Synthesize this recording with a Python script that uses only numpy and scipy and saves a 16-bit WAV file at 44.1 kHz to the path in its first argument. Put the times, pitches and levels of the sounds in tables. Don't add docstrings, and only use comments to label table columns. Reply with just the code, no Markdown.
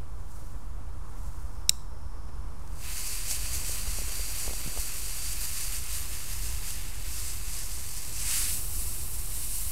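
import sys
import numpy as np
from scipy import signal
from scipy.fft import rfft, irfft, next_fast_len
from scipy.io import wavfile
from scipy.ndimage import uniform_filter1d, map_coordinates

SR = 44100
rng = np.random.default_rng(int(sys.argv[2]) if len(sys.argv) > 2 else 0)


def store_pcm(level_fs):
    pcm = np.round(np.clip(level_fs, -1, 1) * 32767).astype(np.int16)
    wavfile.write(sys.argv[1], SR, np.atleast_2d(pcm).T)


N = 428211
TIME = np.arange(N) / SR
FFT_SIZE = next_fast_len(N, True)
FREQS = np.maximum(np.fft.rfftfreq(FFT_SIZE, 1 / SR), 1)

# t/s, hiss level/dB, roar re hiss/dB, sizzle re hiss/dB
BURN_ENVELOPE = [(2.55, -77, -6, -5), (2.79, -54, -9, -5.5), (2.85, -43, -2.5, -4.5), (3.0, -38.5, -9, -7),
                 (5.6, -40.5, -7.5, -5.5), (7.0, -46, -5.5, -5.5), (8.14, -40.5, -12, -7),
                 (8.34, -29.5, -9, -8), (8.48, -32.5, -10.5, -4.5), (8.66, -39.5, -14, -3),
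                 (9.2, -41.5, -11.5, -2), (9.5, -37.5, -12.5, -5), (9.7, -38.5, -12, -2)]
# t/s at the crest, length/s, lift/dB
POWDER_SURGES = [(3.053, 0.086, 1.5), (3.321, 0.14, 7.5), (3.55, 0.083, 5.5), (3.715, .14, 3),
                 (4.0, 0.063, 2), (4.186, .12, 2), (4.42, 0.22, 2), (4.82, .14, 3), (5.25, 0.31, 3),
                 (5.438, 0.13, 5), (5.57, 0.43, 4), (5.751, 0.099, 4.5), (5.957, .22, 5), (6.14, 0.24, 2),
                 (6.328, 0.15, 4.5), (6.48, 0.28, 4), (6.707, 0.24, 5), (7.223, 0.48, 6.5),
                 (7.568, 0.23, 3), (7.83, .12, 0), (8.84, 0.44, 2)]
# f/Hz, level/dB
FULL_JET_EQ = [(530, -26), (900, -12.5), (1600, -9.5), (2600, -3.5), (3310, -9), (3680, -9.5), (4670, 0),
               (5330, -3.5), (8490, 1.5), (9560, -1), (11700, 0.5), (13400, 0), (15600, -7)]
# f/Hz, level/dB
THIN_JET_EQ = [(530, -49), (900, -24), (1120, -15), (1230, -15.5), (2800, -5.5), (3350, -12), (4050, -7),
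               (5520, -6), (6370, -7), (8000, 0.5), (10600, 1), (13700, -1.5), (15600, -7.5)]
def fuse(spark_db=-2, thin_spark_db=-9, waver_db=.5, flicker_db=.57, sputter_db=.5):
    burn_db, roar_db, sizzle_db = curves(BURN_ENVELOPE)
    surge_db = sum(db * swell(s, length_s) for s, length_s, db in POWDER_SURGES)
    surge_db += waver_db * wobble(18)
    grains = sparks(per_s=4000, spread_db=3)
    full_jet = shape(noise() + undb(spark_db) * grains, eq(FULL_JET_EQ))
    thin_jet = shape(noise() + undb(thin_spark_db) * grains, eq(THIN_JET_EQ))
    crossfade = np.clip((TIME - 8.15) / .43, 0, 1)
    gas = np.sqrt(1 - crossfade) * full_jet + np.sqrt(crossfade) * thin_jet
    highs, top = highpass(4430), highpass(11540, order=16)
    bands = [(highpass(720, order=4) * (1 - highs), roar_db + .47 * surge_db),
             (highs * (1 - top), surge_db),
             (top, sizzle_db + .9 * surge_db)]
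    jet = sum(shape(gas, band) * undb(db + flicker_db * wobble(25)) for band, db in bands)
    catch = np.clip((TIME - 2.55) / .05, 0, 1)
    return jet * catch * undb(burn_db + sputter_db * wobble(60))


def sparks(per_s, spread_db):
    sizes = undb(spread_db * np.minimum(rng.exponential(size=N), 5))
    pops = rng.random(N) < per_s / SR
    return unit(pops * sizes * np.sign(noise()))


# t/s, level/dB, f/Hz
FUSE_SPITS = [(2.595, -44, 7000), (2.622, -43, 7000), (2.676, -36, 6000), (2.947, -24, 7000),
              (3.311, -13, 6200), (3.315, -20, 7000), (3.457, -25, 2500), (3.556, -21, 7000),
              (4.535, -24, 4500), (5.435, -24, 7500)]
def spits(decay_per_cycle=.8, puff_db=-18, puff_t60=.025):
    cracks, puffs = np.zeros(N), np.zeros(N)
    t = np.arange(SR // 4) / SR
    for s, db, hz in FUSE_SPITS:
        add(cracks, s, undb(db) * np.sin(2 * np.pi * hz * t) * np.exp(-decay_per_cycle * hz * t))
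        add(puffs, s, undb(db + puff_db) * fade(t, puff_t60))
    return cracks + puffs * shape(noise(), resonance(6600, 8000) ** 2)


# t/s at the crest, length/s, delay/ms, drift/(ms/s), signed gain
ECHO_TAPS = [(3.2, 7.5, 0.564, -0.0032, -0.046), (4.9, 4.1, 0.866, -0.0086, 0.15),
             (5.2, 6, 0.681, -0.0045, 0.17), (5.5, 9.2, 1.21, 0.0058, -0.058),
             (6.0, 6.1, 0.77, 0.0073, 0.14), (6.6, 5, 0.606, 0.009, 0.14), (7.0, 4.2, 1.261, 0.003, -0.1),
             (7.2, 5.2, 0.543, -0.01, 0.13), (7.9, 16.0, 0.413, 0.0048, -0.083)]
def near_echoes(x, low_cut_hz=3800):
    treble = irfft(rfft(x, FFT_SIZE) * highpass(low_cut_hz, order=1), FFT_SIZE)[:N]
    echoes = sum(gain * swell(s, length_s) * delayed(treble, delay_ms + drift * (TIME - s))
                 for s, length_s, delay_ms, drift, gain in ECHO_TAPS)
    return x + echoes + gravel_scatter(treble)


def gravel_scatter(x, db=-16, nearest_ms=1, farthest_ms=2.6, sway_ms=.019, count=6):
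    paths_ms = rng.uniform(nearest_ms, farthest_ms, count)
    return undb(db) / np.sqrt(count) * sum(delayed(x, ms + sway_ms * wobble(.8)) for ms in paths_ms)


# f/Hz, width/Hz, level/dB
IGNITER_MODES = [(2700, 190, -11), (3920, 380, 0), (5420, 1400, 2.5), (7330, 290, 1.5), (8000, 260, -2.5),
                 (8630, 220, -5), (9500, 290, -14), (10800, 240, -20), (11700, 680, -7.5),
                 (13800, 330, -15)]
def igniter(s=1.6936, snap_db=-8, chatter_s=.00162, thump_db=-32, thump_hz=135, tail_db=-48):
    t = np.arange(SR // 2) / SR
    ring_out = np.maximum(t - chatter_s, 0)
    ring = sum(undb(db) * np.sin(2 * np.pi * hz * t + rng.uniform(0, 2 * np.pi))
               * np.exp(-np.pi * width * ring_out) for hz, width, db in IGNITER_MODES)
    ring /= np.sqrt(np.mean(ring[t < chatter_s] ** 2))
    crack = undb(-8) * rng.standard_normal(len(t)) * fade(t, t60=.018)
    attack = np.minimum(t / .00013, 1)
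    low_cut = signal.butter(4, 1900, "high", fs=SR, output="sos")
    snap = signal.sosfilt(low_cut, undb(snap_db) * (ring + crack) * attack)
    scatter = unit(signal.fftconvolve(rng.standard_normal(len(t)), snap)[:len(t)])
    wash = undb(-3) * shape(noise(), resonance(6500, 7800) ** 2)[:len(t)]
    tail = undb(tail_db) * (scatter + wash) * fade(t, t60=.48)
    thump = undb(thump_db) * np.sin(2 * np.pi * thump_hz * t) * fade(t, t60=.068)
    out = np.zeros(N)
    add(out, s, snap + thump + tail)
    return out


# t/s, level/dB
GAS_ENVELOPE = [(1.35, -81), (1.55, -68), (2.3, -68.5), (2.6, -72), (2.8, -90)]
def lighter_gas(hz=5320, upper_hz=10050, upper_db=-7, width_hz=800):
    nozzle = resonance(hz, width_hz) ** 2 + undb(upper_db) * resonance(upper_hz, width_hz) ** 2
    return fader(GAS_ENVELOPE) * shape(noise(), nozzle)


# t/s, tick level/dB, tick f/Hz, thump level/dB
CASE_KNOCKS = [(3.695, -32, 497, -50), (3.874, -34, 700, -22), (3.987, -29, 664, -28),
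               (4.019, -38, 450, -51), (4.195, -33.5, 500, -25.5), (4.479, -27, 560, -34),
               (4.496, -31, 800, -28), (4.509, -31, 448, -42), (4.535, -33, 800, -33),
               (4.661, -30.5, 189, -46), (4.676, -28, 178, -40), (4.764, -34, 480, -48),
               (4.775, -27, 750, -42), (4.786, -34, 650, -23.5)]
# t/s, level/dB
GRIP_ENVELOPE = [(2.7, -62), (3.3, -55), (3.9, -56), (4.7, -56), (5.2, -58.5), (6.0, -60.5), (8.0, -60),
                 (9.7, -63.5)]
def handling(decay_per_cycle=2, thump_hz=42, thump_t60=.14, rough_db=3):
    knocks = np.zeros(N)
    t = np.arange(SR // 4) / SR
    attack = np.minimum(t * thump_hz * 2, 1)
    thump = 2 * np.sin(2 * np.pi * thump_hz * t) * fade(t, thump_t60) * attack
    for s, tick_db, hz, thump_db in CASE_KNOCKS:
        tick = 1.73 * np.sin(2 * np.pi * hz * t) * np.exp(-decay_per_cycle * hz * t)
        add(knocks, s, undb(tick_db) * tick + undb(thump_db) * thump)
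    rub = shape(noise() * undb(rough_db * wobble(50)), resonance(350, 900) ** 2)
    return knocks + fader(GRIP_ENVELOPE) * rub


# t/s at the crest, level/dB, release/(dB/s)
SLEEVE_BRUSHES = [(.37, -57.5, 38), (1.24, -57.5, 22)]
def sleeve(hz=7800, width_hz=9000, rough_db=1.5, attack_db_per_s=65):
    strokes = sum(undb(db - np.maximum(attack_db_per_s * (s - TIME), release * (TIME - s)))
                  for s, db, release in SLEEVE_BRUSHES)
    return strokes * undb(rough_db * wobble(79.5)) * shape(noise(), resonance(hz, width_hz) ** 2)


# t/s, level/dB
TRAFFIC_ENVELOPE = [(0, -63.5), (1.2, -58.5), (2.6, -59), (4.0, -67.5), (9.7, -61.5)]
def traffic(hz=1010, width_hz=750):
    return fader(TRAFFIC_ENVELOPE) * shape(noise(), resonance(hz, width_hz) ** 3)


# f/Hz, level/dB
AIR_EQ = [(12, -24), (22, 0.5), (36, 2.5), (70, -3.5), (110, -12.5), (170, -22), (300, -28), (650, -34.5),
          (1150, -32), (1900, -44.5), (3300, -49), (9800, -47), (12500, -53), (15600, -64)]
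def night_air(db=-38, swell_db=1):
    rumble = shape(noise(), eq(AIR_EQ) * highpass(16, order=3))
    return rumble * undb(db + swell_db * wobble(3.045))


# t/s, level/dB
DRONE_ENVELOPE = [(8.1, -90), (8.45, -63), (9.0, -64), (9.7, -69)]
def far_drone(hz=361, waver=.00406):
    phase = 2 * np.pi * np.cumsum(hz * (1 + waver * wobble(8.8))) / SR
    return fader(DRONE_ENVELOPE) * unit(np.sin(phase))


def undb(db):
    return 10 ** (db / 20)


def unit(x):
    return x / np.sqrt(np.mean(x ** 2))


def curves(table):
    s, *columns = np.transpose(table)
    return [np.interp(TIME, s, column) for column in columns]


def fader(table):
    return undb(curves(table)[0])


def eq(table):
    hz, db = np.transpose(table)
    return undb(np.interp(np.log(FREQS), np.log(hz), db))


def resonance(hz, width_hz):
    return 1 / (1 + 1j * (FREQS ** 2 - hz ** 2) / (FREQS * width_hz))


def highpass(hz, order=8):
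    return 1 / np.sqrt(1 + (hz / FREQS) ** (2 * order))


def shape(x, response):
    return unit(irfft(rfft(x, FFT_SIZE) * response, FFT_SIZE)[:N])


def noise():
    return rng.standard_normal(N)


def wobble(rate_hz):
    hold = int(SR / rate_hz)
    steps = np.repeat(rng.standard_normal(N // hold + 1), hold)[:N]
    return unit(uniform_filter1d(uniform_filter1d(steps, hold), hold))


def swell(s, length_s):
    inside = np.abs(TIME - s) < length_s / 2
    return inside * np.cos(np.pi * (TIME - s) / length_s) ** 2


def fade(t, t60):
    return undb(-60 * t / t60)


def delayed(x, ms):
    return map_coordinates(x, [(TIME - ms / 1000) * SR])


def add(out, s, x):
    i = int(s * SR)
    out[i:i + len(x)] += x[:N - i]


def scene():
    burning = near_echoes(fuse() + spits())
    foley = sleeve() + igniter() + lighter_gas() + handling()
    ambience = traffic() + night_air() + far_drone()
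    mono = burning + foley + ambience
    return np.array([mono, mono])


def record(dry):
    ceiling, top_hz, dc_offset = .85, 15620, .0345
    lowpass = signal.ellip(10, .1, 80, top_hz, fs=SR, output="sos")
    return signal.sosfilt(lowpass, np.clip(dry, -ceiling, ceiling)) + dc_offset


dry = scene()
out = record(dry)
store_pcm(out)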